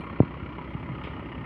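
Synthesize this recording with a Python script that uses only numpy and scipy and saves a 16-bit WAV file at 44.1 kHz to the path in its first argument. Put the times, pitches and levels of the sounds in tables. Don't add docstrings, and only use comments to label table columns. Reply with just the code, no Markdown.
import sys
import numpy as np
from scipy import signal
from scipy.fft import rfft, irfft
from scipy.io import wavfile
from scipy.ndimage import uniform_filter1d

SR = 44100
rng = np.random.default_rng(int(sys.argv[2]) if len(sys.argv) > 2 else 0)


def undo_db(level):
    steps = np.asarray(level, float) / 20
    return 10 ** steps


def generate_wav(signal):
    frames = np.transpose(np.atleast_2d(signal))
    scaled = np.clip(frames, -1, 1) * 32767
    pcm = np.round(scaled).astype(np.int16)
    wavfile.write(sys.argv[1], SR, pcm)


N = 63945

# [t/s, f/Hz]
FIRING_RATE = [(0, 33.2), (.4, 33.1), (.5, 32.6), (.95, 32.6), (1.45, 32.8)]
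CYLINDER_LEVELS = [-1.1, -1.46, -1.3, 0.53]
# [t/s, level/dB]
ENGINE_LEVEL = [(0.0, -40), (0.682, -41.5), (1.146, -40.5), (1.45, -41)]
# [f/Hz, width/Hz, level/dB, drift/(dB per s)]
BLOCK_MODES = [(862, 110, -3, 4), (986, 32, -0.5, -4), (1085, 41, -2.5, -4.5), (1243.3, 40, -3, 3.5),
               (1376, 66, -4.5, -3.5), (1839, 38, -8.5, 3.5), (2007, 63, -6.5, -0.5), (2143, 180, -4, -0.5),
               (2335, 66, -9.5, -7.5), (2876, 130, -11.5, 4.5), (3216, 35, -16, -1), (4166, 210, -24, -5),
               (4800, 120, -37, 7.5)]
# [f/Hz, level/dB]
KNOCK_COLOUR = [(560, 2), (700, -6), (1200, -2), (1650, -11), (2100, -8), (3000, -13.5), (3700, -28.5),
                (5000, -51.5)]
# [multiple of firing rate, level/dB, waver/dB]
EXHAUST_TONES = [(2, -46.5, 1.2), (4, -52, 2.5), (5, -48.5, 2.2), (8, -54, 2.5), (10, -56, 2.5)]
# [f/Hz, level/dB]
RUMBLE_COLOUR = [(30, -5), (52, 6), (90, 9), (135, 7), (190, 4.5), (280, 7), (420, -1.5), (600, -12.5)]
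# [f/Hz, level/dB]
HISS_COLOUR = [(5000, 3), (6000, -11.5), (7000, 0), (9300, 1.5), (10500, 8), (11800, -3.5), (15400, -20.5)]
# [t/s, level/dB]
HISS_LEVEL = [(0, 11.5), (.15, -5), (.3, -3), (.6, -2.5), (.75, 0.5), (1.45, 0)]
# [t/s, peak level/dB, first f/Hz, last f/Hz, t60/s]
HARD_BUMP = [
    (.2037, -.4, 375, 92, .027),
    (.2107, -13, 220, 115, .03),
    (.2331, -16, 250, 125, .03),
]
# [t/s, peak level/dB, first f/Hz, last f/Hz,
# t60/s]
SOFT_THUDS = [(0.219, -27, 136.6, 122.3, 0.069), (0.4275, -25.5, 106, 93.8, 0.086),
              (0.7512, -19, 186, 122, 0.043), (0.897, -22, 154, 146, 0.057), (0.9183, -28, 155, 129, 0.097),
              (1.0428, -31, 306, 170, 0.076), (1.3872, -26.5, 125, 118, 0.098),
              (.0005, -25, 200, 150, 0.044), (0.0695, -37, 593, 304, 0.027), (0.099, -38, 130, 90.6, 0.16),
              (1.0741, -27, 279, 167, 0.019), (1.1956, -27, 270, 162, 0.018), (1.317, -60, 285, 180, 0.029),
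              (1.434, -32, 134, 119, 0.17)]


def evened(x):
    return x / np.sqrt(np.mean(x ** 2) + 1e-20)


def curve(points):
    s, value = np.transpose(points)
    return np.interp(np.arange(N) / SR, s, value)


def coloured(x, points, tilt=0.):
    f, db = np.transpose(points)
    hz = np.fft.rfftfreq(len(x), 1 / SR) + 1
    corners = np.r_[1, .8 * f[0], f, 1.25 * f[-1]]
    levels = np.r_[-99, db[0] - 20, db, db[-1] - 25]
    shape = np.interp(np.log(hz), np.log(corners), levels)
    return evened(irfft(rfft(x) * undo_db(shape) * hz ** tilt, len(x)))


def resonate(x, hz, width):
    r = np.exp(-np.pi * width / SR)
    return signal.lfilter([1 - r, 0, r - 1], [1, -2 * r * np.cos(2 * np.pi * hz / SR), r * r], x)


def wander(seconds):
    span = int(seconds * SR)
    return evened(uniform_filter1d(uniform_filter1d(rng.standard_normal(N), span), span))


def crank():
    turns = -.19 + np.cumsum(curve(FIRING_RATE)) / SR
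    which = np.floor(turns).astype(int) + 4
    luck = rng.standard_normal((64, 2))
    return turns, np.array(CYLINDER_LEVELS)[which % 4], luck[which]


def combustion(turns, cyl_db, luck):
    attack, decay = 0.048, 0.31
    spread_db, bed = .8, 0.35
    part = turns % 1
    burst = np.minimum(part / attack, 1) * np.exp(-part / decay)
    burst = burst * undo_db(cyl_db + spread_db * luck[:, 0])
    return evened(bed + uniform_filter1d(burst, size=40))


def block_knock(turns, gate):
    rings = np.zeros(N)
    for hz, width, db, drift_db in BLOCK_MODES:
        strike = rng.standard_normal(N) * gate
        ring = evened(resonate(resonate(strike, hz, width), hz, 3 * width))
        drift = drift_db * (turns / 23.2 - 0.82)
        rings += undo_db(db + drift + 2.4 * wander(0.0084)) * ring
    broad = coloured(rng.standard_normal(N) * gate, KNOCK_COLOUR)
    level_db = curve(ENGINE_LEVEL)
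    return undo_db(level_db - level_db.mean()) * (undo_db(-47) * evened(rings) + undo_db(-47.5) * broad)


def exhaust_puffs(turns, cyl_db, luck):
    hz, width, spread_db = 200, 233, 6.5
    fired = np.diff(np.floor(turns - .07), prepend=-1)
    fired = fired * undo_db(0.67 * cyl_db + spread_db * luck[:, 1])
    puffs = resonate(resonate(fired, hz, width), hz, 3.1 * width)
    return undo_db(-53) * evened(uniform_filter1d(puffs, size=40))


def exhaust_tones(turns):
    out = np.zeros(N)
    for k, db, waver_db in EXHAUST_TONES:
        level = np.sqrt(2) * undo_db(db + waver_db * wander(.07))
        out += level * np.cos(2 * np.pi * round(k) * turns + .25 * wander(.1))
    return out


def rumble():
    lumps_db = 0.82 * wander(0.01) + 0.47 * wander(0.017)
    return coloured(rng.standard_normal(N), RUMBLE_COLOUR) * undo_db(-40 + lumps_db)


def injector_hiss(gate):
    hiss = coloured(rng.standard_normal(N) * gate, HISS_COLOUR)
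    return undo_db(-88 + curve(HISS_LEVEL)) * hiss


def bumps_and_pulses():
    sag_s, lead_turns, lead_db = .0018, .36, -6
    margin = 1000
    out = np.zeros(N + SR)
    t = np.arange(SR // 4) / SR
    for s, db, hz, rest_hz, t60 in HARD_BUMP + SOFT_THUDS:
        sweep = rest_hz + (hz - rest_hz) * np.exp(-t / sag_s)
        lead = lead_turns / hz
        swing = undo_db(db - 60 * t / t60) * np.sin(2 * np.pi * np.cumsum(sweep) / SR)
        dip = -undo_db(db + lead_db) * np.sin(np.pi * np.minimum(t / lead, 1)) ** 2
        at = round(s * SR) + margin
        out[at:at + len(t)] += swing
        out[at - round(lead * SR):][:len(t)] += dip
    dull = signal.butter(3, 1400, fs=SR, output="sos")
    return signal.sosfiltfilt(dull, out)[margin:N + margin]


def latch_clack():
    start_s, rise_s, t60 = 1.0365, .001, .42
    t = np.maximum(np.arange(N) / SR - start_s, 0)
    rattle, sizzle, strike = rng.standard_normal((3, N))
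    high = evened(resonate(resonate(strike, 4900, 600), 4900, 600))
    low = evened(resonate(resonate(strike, 3250, 250), 3250, 400))
    ring = undo_db(-19 - 60 * t / .3) * high + undo_db(-7 - 60 * t / .2) * low
    shape = np.minimum(t / rise_s, 1) * undo_db(-41.5 - 60 * t / t60)
    snap = shape * (coloured(rattle, KNOCK_COLOUR, tilt=1.2) + ring)
    top = shape * undo_db(-32 - 60 * t / .06) * coloured(sizzle, [(5500, -3), (14000, -9)])
    return snap, top


def rustle_and_air(thuds):
    noise = coloured(rng.standard_normal(N), [(6000, 0), (15300, -2)])
    return (undo_db(-73.5) * abs(thuds) + undo_db(-100)) * noise


def scene():
    turns, cyl_db, luck = crank()
    gate = combustion(turns, cyl_db, luck)
    engine = block_knock(turns, gate) + exhaust_puffs(turns, cyl_db, luck) + exhaust_tones(turns)
    thuds = bumps_and_pulses()
    snap, top = latch_clack()
    mic_edge = signal.butter(5, 4520, fs=SR, output="sos")
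    dull = signal.sosfilt(mic_edge, engine + rumble() + snap + thuds)
    return (dull + injector_hiss(gate) + top + rustle_and_air(thuds))[None]


def roll_off(x):
    return signal.sosfilt(signal.butter(12, 15460, fs=SR, output="sos"), x)


def record(dry):
    thin = signal.sosfilt(signal.butter(2, 56, "high", fs=SR, output="sos"), dry)
    return roll_off(thin)


dry = scene()
out = record(dry)
generate_wav(out)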